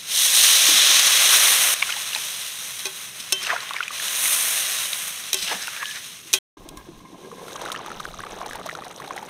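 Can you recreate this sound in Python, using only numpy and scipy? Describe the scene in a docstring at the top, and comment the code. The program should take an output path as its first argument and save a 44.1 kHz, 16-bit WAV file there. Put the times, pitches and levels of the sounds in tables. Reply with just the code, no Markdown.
"""Water flashes to steam in a hot wok of curry: countless bursts merge into a loud sizzle, coloured
by the bowl of the pan. A steel spatula squelches through the gravy, taps the pan and scrapes it,
exciting the modes of the steel. After a short silence the curry boils under a conical lid, which ticks
faintly and is lifted to let the bubbles pop in the open, each ringing as a small gas resonator. The
scene is outdoors, heard by one close microphone; a fire and gusts of wind rumble beneath the boil."""
import sys
import numpy as np
from scipy import signal
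from scipy.fft import rfft, irfft, next_fast_len
from scipy.io import wavfile
from scipy.ndimage import uniform_filter1d

SR = 44100
rng = np.random.default_rng(int(sys.argv[2]) if len(sys.argv) > 2 else 0)


def transcribe(signal):
    """Save signal, clipped to [-1, 1], as a 16-bit WAV file at the path in sys.argv[1]."""
    frames = np.atleast_2d(signal).T
    limited = np.clip(frames, -1, 1)
    pcm = np.round(limited * 32767).astype(np.int16)
    wavfile.write(sys.argv[1], SR, pcm)


N = 409890
T = np.arange(N) / SR
FRY_END_S, BOIL_START_S, LID_OFF_S = 6.388, 6.569, 7.51

# Spectrum of the hiss in the bowl of the pan. Each row: frequency in Hz, level in dB.
BOWL_SPECTRUM = [(1180, -45.5), (2000, -13.5), (2180, -17.5), (3280, -1.5), (3910, 3), (4650, -8),
                 (6140, 1.5), (6700, -2.5), (7440, -12), (8190, -4.5), (9090, -3), (10600, -8.5),
                 (13800, -12), (15200, -16), (16000, -17.5)]
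# Spectrum of the lower, wetter part of the hiss. Each row: frequency in Hz, level in dB.
BODY_SPECTRUM = [(88, -56), (150, -27.5), (307, -20.5), (404, -15.5), (613, -8), (920, -10), (1040, -3.5),
                 (1320, -4), (2600, -1.5), (3380, -7), (5720, -120)]
# Modes of the spatula blade. Each row: frequency in Hz, level in dB, 60 dB decay time in seconds.
BLADE_MODES = [(2659, -4, .17), (3112, -7, .6), (5400, 5, .04), (6260, 4.5, .05), (8200, 1, .04),
               (8900, 0, .03)]


def gain_of(db):
    return 10 ** (np.asarray(db) / 20)


def unit_rms(x):
    return x / np.sqrt(np.mean(x ** 2) + 1e-20)


def curves(rows):
    """Linear interpolation of each column over the times in the first."""
    times, *columns = np.transpose(rows)
    return [np.interp(T, times, column) for column in columns]


def coloured(x, spectrum):
    """Spectral shaping by (Hz, dB) points, scaled to unit RMS."""
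    points_hz, points_db = np.transpose(spectrum)
    size = next_fast_len(len(x), True)
    hz = np.fft.rfftfreq(size, 1 / SR)
    db = np.interp(np.log(hz + 1), np.log(points_hz + 1), points_db)
    return unit_rms(irfft(rfft(x, size) * gain_of(db), size)[:len(x)])


def add(mix, start_s, sound):
    part = mix[round(start_s * SR):][:len(sound)]
    part += sound[:len(part)]


def resonate(x, hz, width_hz):
    """A tunable resonance by heterodyning: shift hz down to zero, smooth, and shift back."""
    carrier = np.exp(2j * np.pi * np.cumsum(hz * np.ones(len(x))) / SR)
    pole = np.exp(-np.pi * width_hz / SR)
    return 2 * (carrier * signal.lfilter([1 - pole], [1, -pole], x / carrier + 1e-18)).real


def clicks(per_s, spread_db, n=N):
    """Shot noise: random impulses of either sign, a few much larger than the rest."""
    place, size, sign = rng.random((int(per_s * n / SR) + 1, 3)).T
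    heights = gain_of(spread_db * np.minimum(-np.log(1 - size), 3.6)) * np.sign(sign - .5)
    return np.bincount((place * n).astype(int), heights, n)


def flutter(ms, depth_db, n=N):
    """Random amplitude modulation on a time scale of ms milliseconds."""
    width = max(int(ms * SR / 1000), 2)
    return gain_of(depth_db * unit_rms(uniform_filter1d(rng.standard_normal(n), width)))


def swell(t, peak_s, db, rise_s, fall_s):
    """Exponential growth and decay: 20 dB up to the peak in rise_s, 20 dB down in fall_s."""
    return gain_of(db - 20 * np.maximum((peak_s - t) / rise_s, (t - peak_s) / fall_s))


def bubble(hz, t60, rise=0.077):
    """A gas cavity is a damped oscillator; its pitch climbs until it closes and the ring stops short."""
    t = np.arange(0, max(0.53 * t60, .001), 1 / SR)
    phase = 2 * np.pi * hz * (t + rise * t ** 2 / (2 * t60))
    onset = 1 - np.exp(-t * hz * 2.13)
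    closing = abs(np.cos(np.pi / 2 * t / t[-1])) ** 0.6
    return np.sin(phase) * gain_of(-30 * t / t60) * onset * closing


def bubbling(per_s, low_hz, high_hz, cycles, spread_db, sizes=12):
    """Superposition of many small bubbles, each size ringing at its own random moments."""
    trains = (signal.oaconvolve(clicks(per_s / sizes, spread_db), bubble(hz, cycles / hz))[:N]
              for hz in np.geomspace(low_hz, high_hz, sizes))
    return unit_rms(sum(trains))


def sizzle():
    """Steam bursts sum incoherently to a hiss; once the lid is off, single spits stand out of it."""
    # Course of the sizzle. Each row: time in seconds, level in dB, relative dB of body and of treble.
    course = [(0.0, -38.5, -8, -4), (.06, -36.5, -7.5, -6), (0.154, -19.5, -15.5, -4), (0.35, -16, -12, -2),
              (0.9, -14.5, -10.5, -9), (1.446, -18.5, -5, -0.5), (1.741, -23.5, -3.5, 1.5),
              (1.743, -32, -3.5, -3.5), (2.3, -33, -7, -2.5), (2.76, -36.5, -6, -1.5),
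              (3.21, -41.5, -3, -1), (3.5, -36.5, -6.5, -9), (3.73, -42, 3.5, -4), (3.89, -41.5, -4, -8),
              (3.95, -31.5, -6, -6.5), (4.28, -28, -2, 7.5), (4.76, -29, -5.5, -1.5),
              (5.078, -35.5, -3, 2.5), (5.25, -38, -4.5, -3), (5.4, -35.5, -8, -3), (6.126, -40.5, -6, -4),
              (6.2, -46, -6, -4), (6.45, -41, 0, -3), (6.5, -57, -5, -10), (7.13, -57.5, -7, -8),
              (7.59, -47, -6, -2.5), (7.76, -51, -30, -7), (9.29, -52.5, -22, -0.5)]
    level_db, body_db, treble_db = curves(course)
    steam = rng.standard_normal(N) + 0.21 * unit_rms(clicks(4000, 3.6))
    steam = steam * flutter(3.2, 1.1) * flutter(50, 1.0)
    spits = bubbling(1400, 2620, 15000, cycles=6.6, spread_db=4.9) * flutter(23, 2.4)
    hiss = coloured(steam + np.where(T < LID_OFF_S, .18, 2.4) * spits, BOWL_SPECTRUM)
    hiss /= np.where(T < LID_OFF_S, 1, 2.6)  # holds the power steady as the spits take over
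    treble = signal.sosfiltfilt(signal.butter(3, 7500, "high", fs=SR, output="sos"), hiss)
    body = gain_of(body_db) * coloured(steam, BODY_SPECTRUM)
    return gain_of(level_db) * (unit_rms(hiss - treble) + body + gain_of(treble_db) * unit_rms(treble))


def surroundings():
    """Low-frequency noise: outdoor air while frying; fire, wind and a faint high hiss while boiling."""
    # Spectra of the three rumbles. Each point: frequency in Hz, level in dB.
    air_spectrum = [(12, -57), (20, -21), (43, -19), (141, 1), (262, -4.5), (288, -9.5), (467, -5),
                    (500, -17.5), (650, -27), (1100, -120)]
    fire_spectrum = [(35, -30), (70, -15), (120, -5.5), (178, 0.5), (240, -4), (310, -17), (500, -30),
                     (880, -120)]
    wind_spectrum = [(10, -8), (28, 7.5), (60, -5.0), (160, -3), (300, -32.5)]
    # Gusts on the microphone. Each row: peak time in seconds, level in dB, rise and fall in seconds.
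    gusts = [(6.82, -46, .35, .13), (7.0, -55, .15, 0.1), (7.17, -61, .15, .09), (7.65, -54, 0.19, .16),
             (7.96, -49, 0.069, .6), (8.15, -56, .3, .2), (8.38, -49, 0.083, .06), (8.56, -53, .2, .06),
             (9.08, -65, .15, .5)]
    air = gain_of(-57) * coloured(rng.standard_normal(N), air_spectrum)
    fire = gain_of(-52.5) * coloured(rng.standard_normal(N), fire_spectrum) * flutter(40, 2.6)
    wind = coloured(rng.standard_normal(N), wind_spectrum) * flutter(25, 3.8)
    wind *= gain_of(-83) + sum(swell(T, *gust) for gust in gusts)
    hiss = gain_of(-83) * unit_rms(np.diff(rng.standard_normal(N + 1)))
    return np.where(T < BOIL_START_S, air, fire + wind + hiss)


def pop(db, hz, splat_db, cycles, snap_db, snap_s=.0001):
    """Film rupture rings a large bubble, with a snap, a rough tear, a splat and daughter bubbles."""
    t60 = cycles / hz
    ring = bubble(hz, t60)
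    t = np.arange(len(ring)) / SR
    tear = resonate(rng.standard_normal(len(t)), 0.97 * hz, 0.7 * hz)
    tear = unit_rms(resonate(tear, 1.08 * hz, 1.5 * hz))
    splat = coloured(rng.standard_normal(len(t)), BOWL_SPECTRUM) * gain_of(splat_db)
    decay = gain_of(-45 * t / t60) * signal.windows.tukey(len(t), .4)
    sound = np.zeros(SR // 8)
    add(sound, 0, 1.03 * ring + (0.45 * tear + splat) * decay)
    for delay, size, pitch in rng.random((3, 3)):
        daughter = 0.29 * size * bubble(hz * (.7 + 1.6 * pitch), .5 * t60)
        add(sound, 0.36 * t60 + .025 * delay, daughter)
    u = (t - 1 / hz) / snap_s  # the snap is centred one period into the ring
    add(sound, 0, gain_of(snap_db) * (u ** 2 - 1) * np.exp(-u ** 2 / 2))
    return gain_of(db) * signal.sosfilt(signal.butter(2, 0.36 * hz, "high", fs=SR, output="sos"), sound)


def spatula_stroke(peak_s, squelch_db, hz, grate_db, rise_s, fall_s):
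    """Gravy squelches in a broad resonance while friction at the edge drives the blade's damped modes."""
    t = np.arange(peak_s - 2 * rise_s, peak_s + 2 * fall_s, 1 / SR)
    slaps = clicks(4000, 2.6, len(t)) * flutter(8, 2.4, len(t))
    squelch = resonate(resonate(slaps, hz, 1100), hz, 2200)
    squelch = signal.sosfilt(signal.butter(3, 420, "high", fs=SR, output="sos"), squelch)
    grit = clicks(2200, 1.4, len(t)) * flutter(8.2, 3.1, len(t))
    ring_t = np.arange(0, .012, 1 / SR)
    blade_ring = sum(gain_of(mode_db - 60 * ring_t / .009) * np.sin(2 * np.pi * mode_hz * ring_t)
                     for mode_hz, mode_db, _ in BLADE_MODES)
    steel = signal.oaconvolve(grit, blade_ring)[:len(t)]
    grate = coloured(grit, BOWL_SPECTRUM) + .6 * unit_rms(steel)
    sound = gain_of(squelch_db) * unit_rms(squelch) + gain_of(grate_db) * grate
    return t[0], sound * swell(t, peak_s, 0, rise_s, fall_s)


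def metal_impact(db, pan_db, blade_db, rim_db, crack_t60):
    """An impact gives a broadband crack, then free modal vibration, very faint for a tick of the lid."""
    # Modes of the pan and its rim. Each row: frequency in Hz, level in dB, 60 dB decay time in seconds.
    pan_modes = [(382, -5, 0.17), (526, -18, 0.097), (605, -14, .15), (839, -11.5, 0.13),
                 (1086, -11.5, 0.15), (1540, -12, 0.21), (1770, -26, 0.09), (2000, -8.5, 0.15)]
    rim_modes = [(2477, 2, 0.075), (3290, -5, 0.22), (3920, -16.5, 0.09), (4000, -1, 0.11),
                 (4500, -1.5, .05)]
    t = np.arange(SR // 4) / SR
    crack = coloured(rng.standard_normal(len(t)), BOWL_SPECTRUM)
    crack += 0.16 * coloured(rng.standard_normal(len(t)), BODY_SPECTRUM)
    crack *= gain_of(-60 * t / crack_t60) + 3.2 * gain_of(-60 * t / 0.015)
    parts = (pan_db, pan_modes), (blade_db, BLADE_MODES), (rim_db, rim_modes)
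    ring = sum(gain_of(part_db + mode_db - 60 * t / t60) * np.sin(2 * np.pi * (hz * t + rng.random()))
               for part_db, modes in parts for hz, mode_db, t60 in modes)
    damping = np.clip((.11 - t) / .03, 0, 1)  # the gravy soon stifles the steel
    onset = 1 - np.exp(-t / 0.00041)
    return gain_of(db) * (0.67 * crack + 3.0 * ring * damping) * onset


def singing_edge():
    """Friction at the dragged edge of the spatula feeds one narrow resonance."""
    # Swells of the tone. Each row: peak time in seconds, level in dB, rise and fall in seconds.
    drags = [(5.5, -34, .03, 0.11), (5.622, -39, 0.055, .02), (5.832, -29, 0.067, .02),
             (5.88, -36, .05, 0.11)]
    level = sum(swell(T, *drag) for drag in drags)
    return level * unit_rms(resonate(rng.standard_normal(N), hz=1707, width_hz=40))


def boil():
    """Rolling bubbles force the lid's modes and the cavity resonance under it, until it is lifted."""
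    # Course of the boil. Each row: time in seconds, level in dB, cavity pitch in Hz, lid ring in dB.
    course = [(6.57, -41.5, 301, -51), (7.03, -46.5, 305, -53), (7.09, -48, 300, -46),
              (7.14, -38, 300, -43), (7.2, -44, 326, -52.5), (7.25, -39, 380, -54), (7.34, -38, 456, -49),
              (7.75, -39, 574, -36), (9.29, -39.5, 630, -46)]
    # Modes of the lid. Each row: frequency in Hz, bandwidth in Hz, level in dB.
    lid_modes = [(1050, 46, -2.5), (1620, 41, -8), (2124, 43, -9.5)]
    level_db, cavity_hz, lid_db = curves(course)
    covered = 1 / (1 + np.exp((T - LID_OFF_S) / 0.076))
    small = bubbling(1200, 663, 3150, cycles=5.9, spread_db=2.9) * flutter(25, 3.8)
    roll = bubbling(1500, 355, 1080, cycles=4.25, spread_db=5.0)
    cavity = unit_rms(resonate(resonate(roll, cavity_hz, 118), cavity_hz, 240))
    lid = unit_rms(sum(gain_of(db) * resonate(small, hz, width) for hz, width, db in lid_modes))
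    direct = (.6 - 0.11 * covered) * roll + 0.5 * (1 - covered) * small
    bubbles = gain_of(level_db) * flutter(120, 1.9) * (direct + 0.36 * covered * cavity)
    return bubbles + gain_of(lid_db) * flutter(30, 3.8) * covered * lid


def middling_pops(count=18, low_hz=626, high_hz=1700, splat_db=-7):
    """Rows for middling bubbles of the open boil, uniformly distributed in time and log frequency."""
    when, size, pitch = rng.random((count, 3)).T
    starts = LID_OFF_S + when * (T[-1] - LID_OFF_S)
    pitches = low_hz * (high_hz / low_hz) ** pitch
    return [(start_s, db, hz, splat_db) for start_s, db, hz in zip(starts, -32.5 + 11 * size, pitches)]


def scene():
    """Superposition of the sources: frying, then boiling, with sizzle and surroundings under both."""
    # Pushes through the gravy. Each row: peak time in seconds, squelch level in dB, its centre in Hz,
    # grating level in dB, rise and fall in seconds.
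    strokes = [(1.824, -22, 2250, -38, 0.0054, .016), (1.896, -32, 1950, -34, 0.036, 0.15),
               (2.15, -32, 1960, -31, 0.021, 0.031), (3.2, -47, 3500, -34, 0.0062, 0.084),
               (3.42, -40, 2330, -33, 0.04, 0.22), (3.508, -23.5, 1460, -50, 0.086, 0.14),
               (3.766, -29, 1830, -48, 0.044, .035), (3.859, -37, 2000, -48, 0.1, 0.078),
               (5.381, -46, 3400, -31, 0.043, 0.083), (5.43, -37, 2800, -27, .05, 0.055),
               (5.48, -27.5, 2900, -30, 0.065, 0.14), (5.525, -29.5, 646, -46, .06, 0.074),
               (5.52, -28, 1420, -33.5, 0.06, 0.048), (5.616, -37, 1830, -34.5, 0.037, 0.13),
               (5.83, -34.5, 1600, -49, 0.38, 0.012), (5.978, -36.5, 1850, -36, .14, 0.05)]
    # Spatula blows on the pan, then faint ticks of the lid during the boil. Each row: start in seconds,
    # level in dB, relative dB of pan, blade and rim modes, 60 dB decay of the crack's tail in seconds.
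    impacts = [(2.792, -31.5, -32, -25, -20, .035), (2.8549, -27, -11, -17, -9, 0.039),
               (2.8672, -30, -12, -14, -20, .035), (3.3234, -14, -22, -15, -38, 0.0099),
               (3.3275, -19, -22, -11, -28, 0.04), (3.429, -29.5, -22, -14, -24, .03),
               (5.3307, -15.5, -28, -41, -21, 0.026), (5.3429, -17.5, -20.5, -18, -32, 0.038),
               (6.33, -19, -38, -30, -20, 0.031), (6.3367, -10.5, -22, -21, -17.5, 0.1),
               (6.6886, -36.5, -36, -33, -29, 0.024), (6.772, -40.5, -35, -35, -35, 0.053),
               (7.7186, -32, -35, -35, -30, .03), (7.7254, -35, -35, -35, -30, 0.041)]
    # Plops of water and stirred gravy, then the largest bubbles of the boil.
    # Each row: start in seconds, level in dB, pitch in Hz, relative dB of the splat.
    large_pops = [(.685, -28.5, 307, -40), (.709, -33, 294, -40), (.739, -37, 238, -40),
                  (0.898, -35, 377, -40), (1.825, -20, 1103, -40), (1.825, -3.5, 2250, -27),
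                  (1.842, -20, 3300, -12.5), (1.892, -20.5, 1410, -11), (1.904, -16, 2460, -13),
                  (1.924, -11, 2940, -20), (1.938, -24, 1810, -15), (1.965, -19, 4000, -9),
                  (1.965, -28, 840, -40), (2.132, -16.5, 2750, -17), (2.149, -10.5, 3940, -15),
                  (2.159, -25, 855, -40), (2.16, -16, 2460, -11), (3.449, -19, 2820, -14.5),
                  (3.468, -17, 2690, -12), (3.494, -15, 1640, -20.5), (3.502, -11, 1760, -32),
                  (3.511, -17, 1870, -25.5), (3.517, -19, 1020, -25.5), (3.526, -17, 1060, -28),
                  (3.532, -19.5, 684, -23.5), (3.562, -15.5, 1400, -32), (3.605, -20, 3870, -6),
                  (3.628, -27, 1090, -13), (3.692, -22, 3500, -8), (3.708, -19, 1100, -23),
                  (3.735, -17.5, 3600, -8), (3.742, -24.5, 1040, -25), (3.765, -16, 2250, -13),
                  (3.784, -23, 1750, -26), (3.805, -13, 1390, -27), (3.828, -16, 2500, -24),
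                  (3.833, -16, 3030, -24), (3.88, -16, 2440, -9), (3.906, -25, 1165, -17),
                  (3.998, -20.5, 1730, -4), (4.082, -14.5, 2960, -5), (4.255, -14.5, 2070, -13),
                  (4.932, -11, 3720, -20), (5.43, -44, 190, -40), (5.54, -39, 190, -40),
                  (5.672, -20, 2670, -1), (5.68, -18.5, 1430, -18), (5.689, -28, 2500, -9),
                  (5.764, -23, 2400, -15), (5.829, -21.5, 1080, -40), (5.827, -17, 1620, -23),
                  (5.856, -16.5, 2970, -20), (5.911, -20, 2970, -20), (6.256, -46, 322, -40),
                  (6.886, -32, 327, -22), (7.315, -31, 1110, -14), (7.481, -26.5, 1340, -8),
                  (7.556, -24, 1130, -16), (7.66, -22, 1410, -12), (7.685, -24, 1200, -12),
                  (7.701, -19.5, 1300, -18), (7.718, -19, 3360, -13), (7.744, -26, 1200, -12),
                  (7.75, -20.5, 1720, -20), (7.7615, -23, 1280, -20), (7.761, -19.5, 2880, -22),
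                  (7.791, -26, 1110, -22), (7.881, -25, 900, -17), (7.903, -26, 1330, -15),
                  (7.916, -22, 1290, -13), (8.004, -24, 1150, -11), (8.053, -23, 1480, -22),
                  (8.085, -28, 1280, -16), (8.14, -28, 1190, -21), (8.191, -25, 1140, -24),
                  (8.204, -23, 1560, -18), (8.236, -19.5, 1115, -22), (8.266, -23.5, 1200, -20),
                  (8.414, -21.5, 1070, -25), (8.492, -27, 1160, -25), (8.51, -24, 1680, -13),
                  (8.532, -24, 1620, -5.5), (8.613, -27, 1200, -23), (8.665, -25, 1090, -22),
                  (8.689, -21, 1290, -15), (8.695, -20, 1890, -18), (8.712, -25, 1750, -20),
                  (8.727, -29, 644, -15), (8.751, -26, 1290, -15), (8.787, -27, 790, -22),
                  (8.821, -26, 1180, -19), (8.837, -29, 1880, -16), (8.866, -29, 695, -22),
                  (8.911, -31, 1240, -4), (9.0, -25, 1090, -11), (9.02, -28, 1770, -16),
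                  (9.075, -26.5, 810, -16), (9.107, -19.5, 1040, -20), (9.178, -21, 1900, -18),
                  (9.19, -32, 915, -18), (9.227, -24, 840, -14)]
    frying, boiling = singing_edge(), boil()
    for stroke in strokes:
        add(frying, *spatula_stroke(*stroke))
    for start_s, *impact in impacts:
        add(frying if start_s < FRY_END_S else boiling, start_s, metal_impact(*impact))
    for start_s, db, hz, splat_db in large_pops + middling_pops():
        if start_s < FRY_END_S:
            add(frying, start_s, pop(db, hz, splat_db, cycles=26, snap_db=-7))
        else:
            add(boiling, start_s, pop(db, hz, splat_db, cycles=18.5, snap_db=-8))
    mix = np.where(T < BOIL_START_S, frying, boiling) + sizzle() + surroundings()
    return np.array([mix, mix])


def record(dry):
    """A gate puts silence between frying and boiling; soft saturation and a low-pass filter follow."""
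    # Band edges where the treble steps down, then ends. Each entry: frequency in Hz.
    edges_hz = [0, 15500, 15750, 16700, 16850, SR / 2]
    gate = np.interp(T, [FRY_END_S - .002, FRY_END_S, BOIL_START_S, BOIL_START_S + 0.0038], [1, 0, 0, 1])
    low_pass = signal.firwin2(1023, edges_hz, [1, 1, .06, .02, 0, 0], window=("kaiser", 9), fs=SR)
    return signal.oaconvolve(np.tanh(dry * gate), low_pass[None], "same")


dry = scene()
out = record(dry)
transcribe(out)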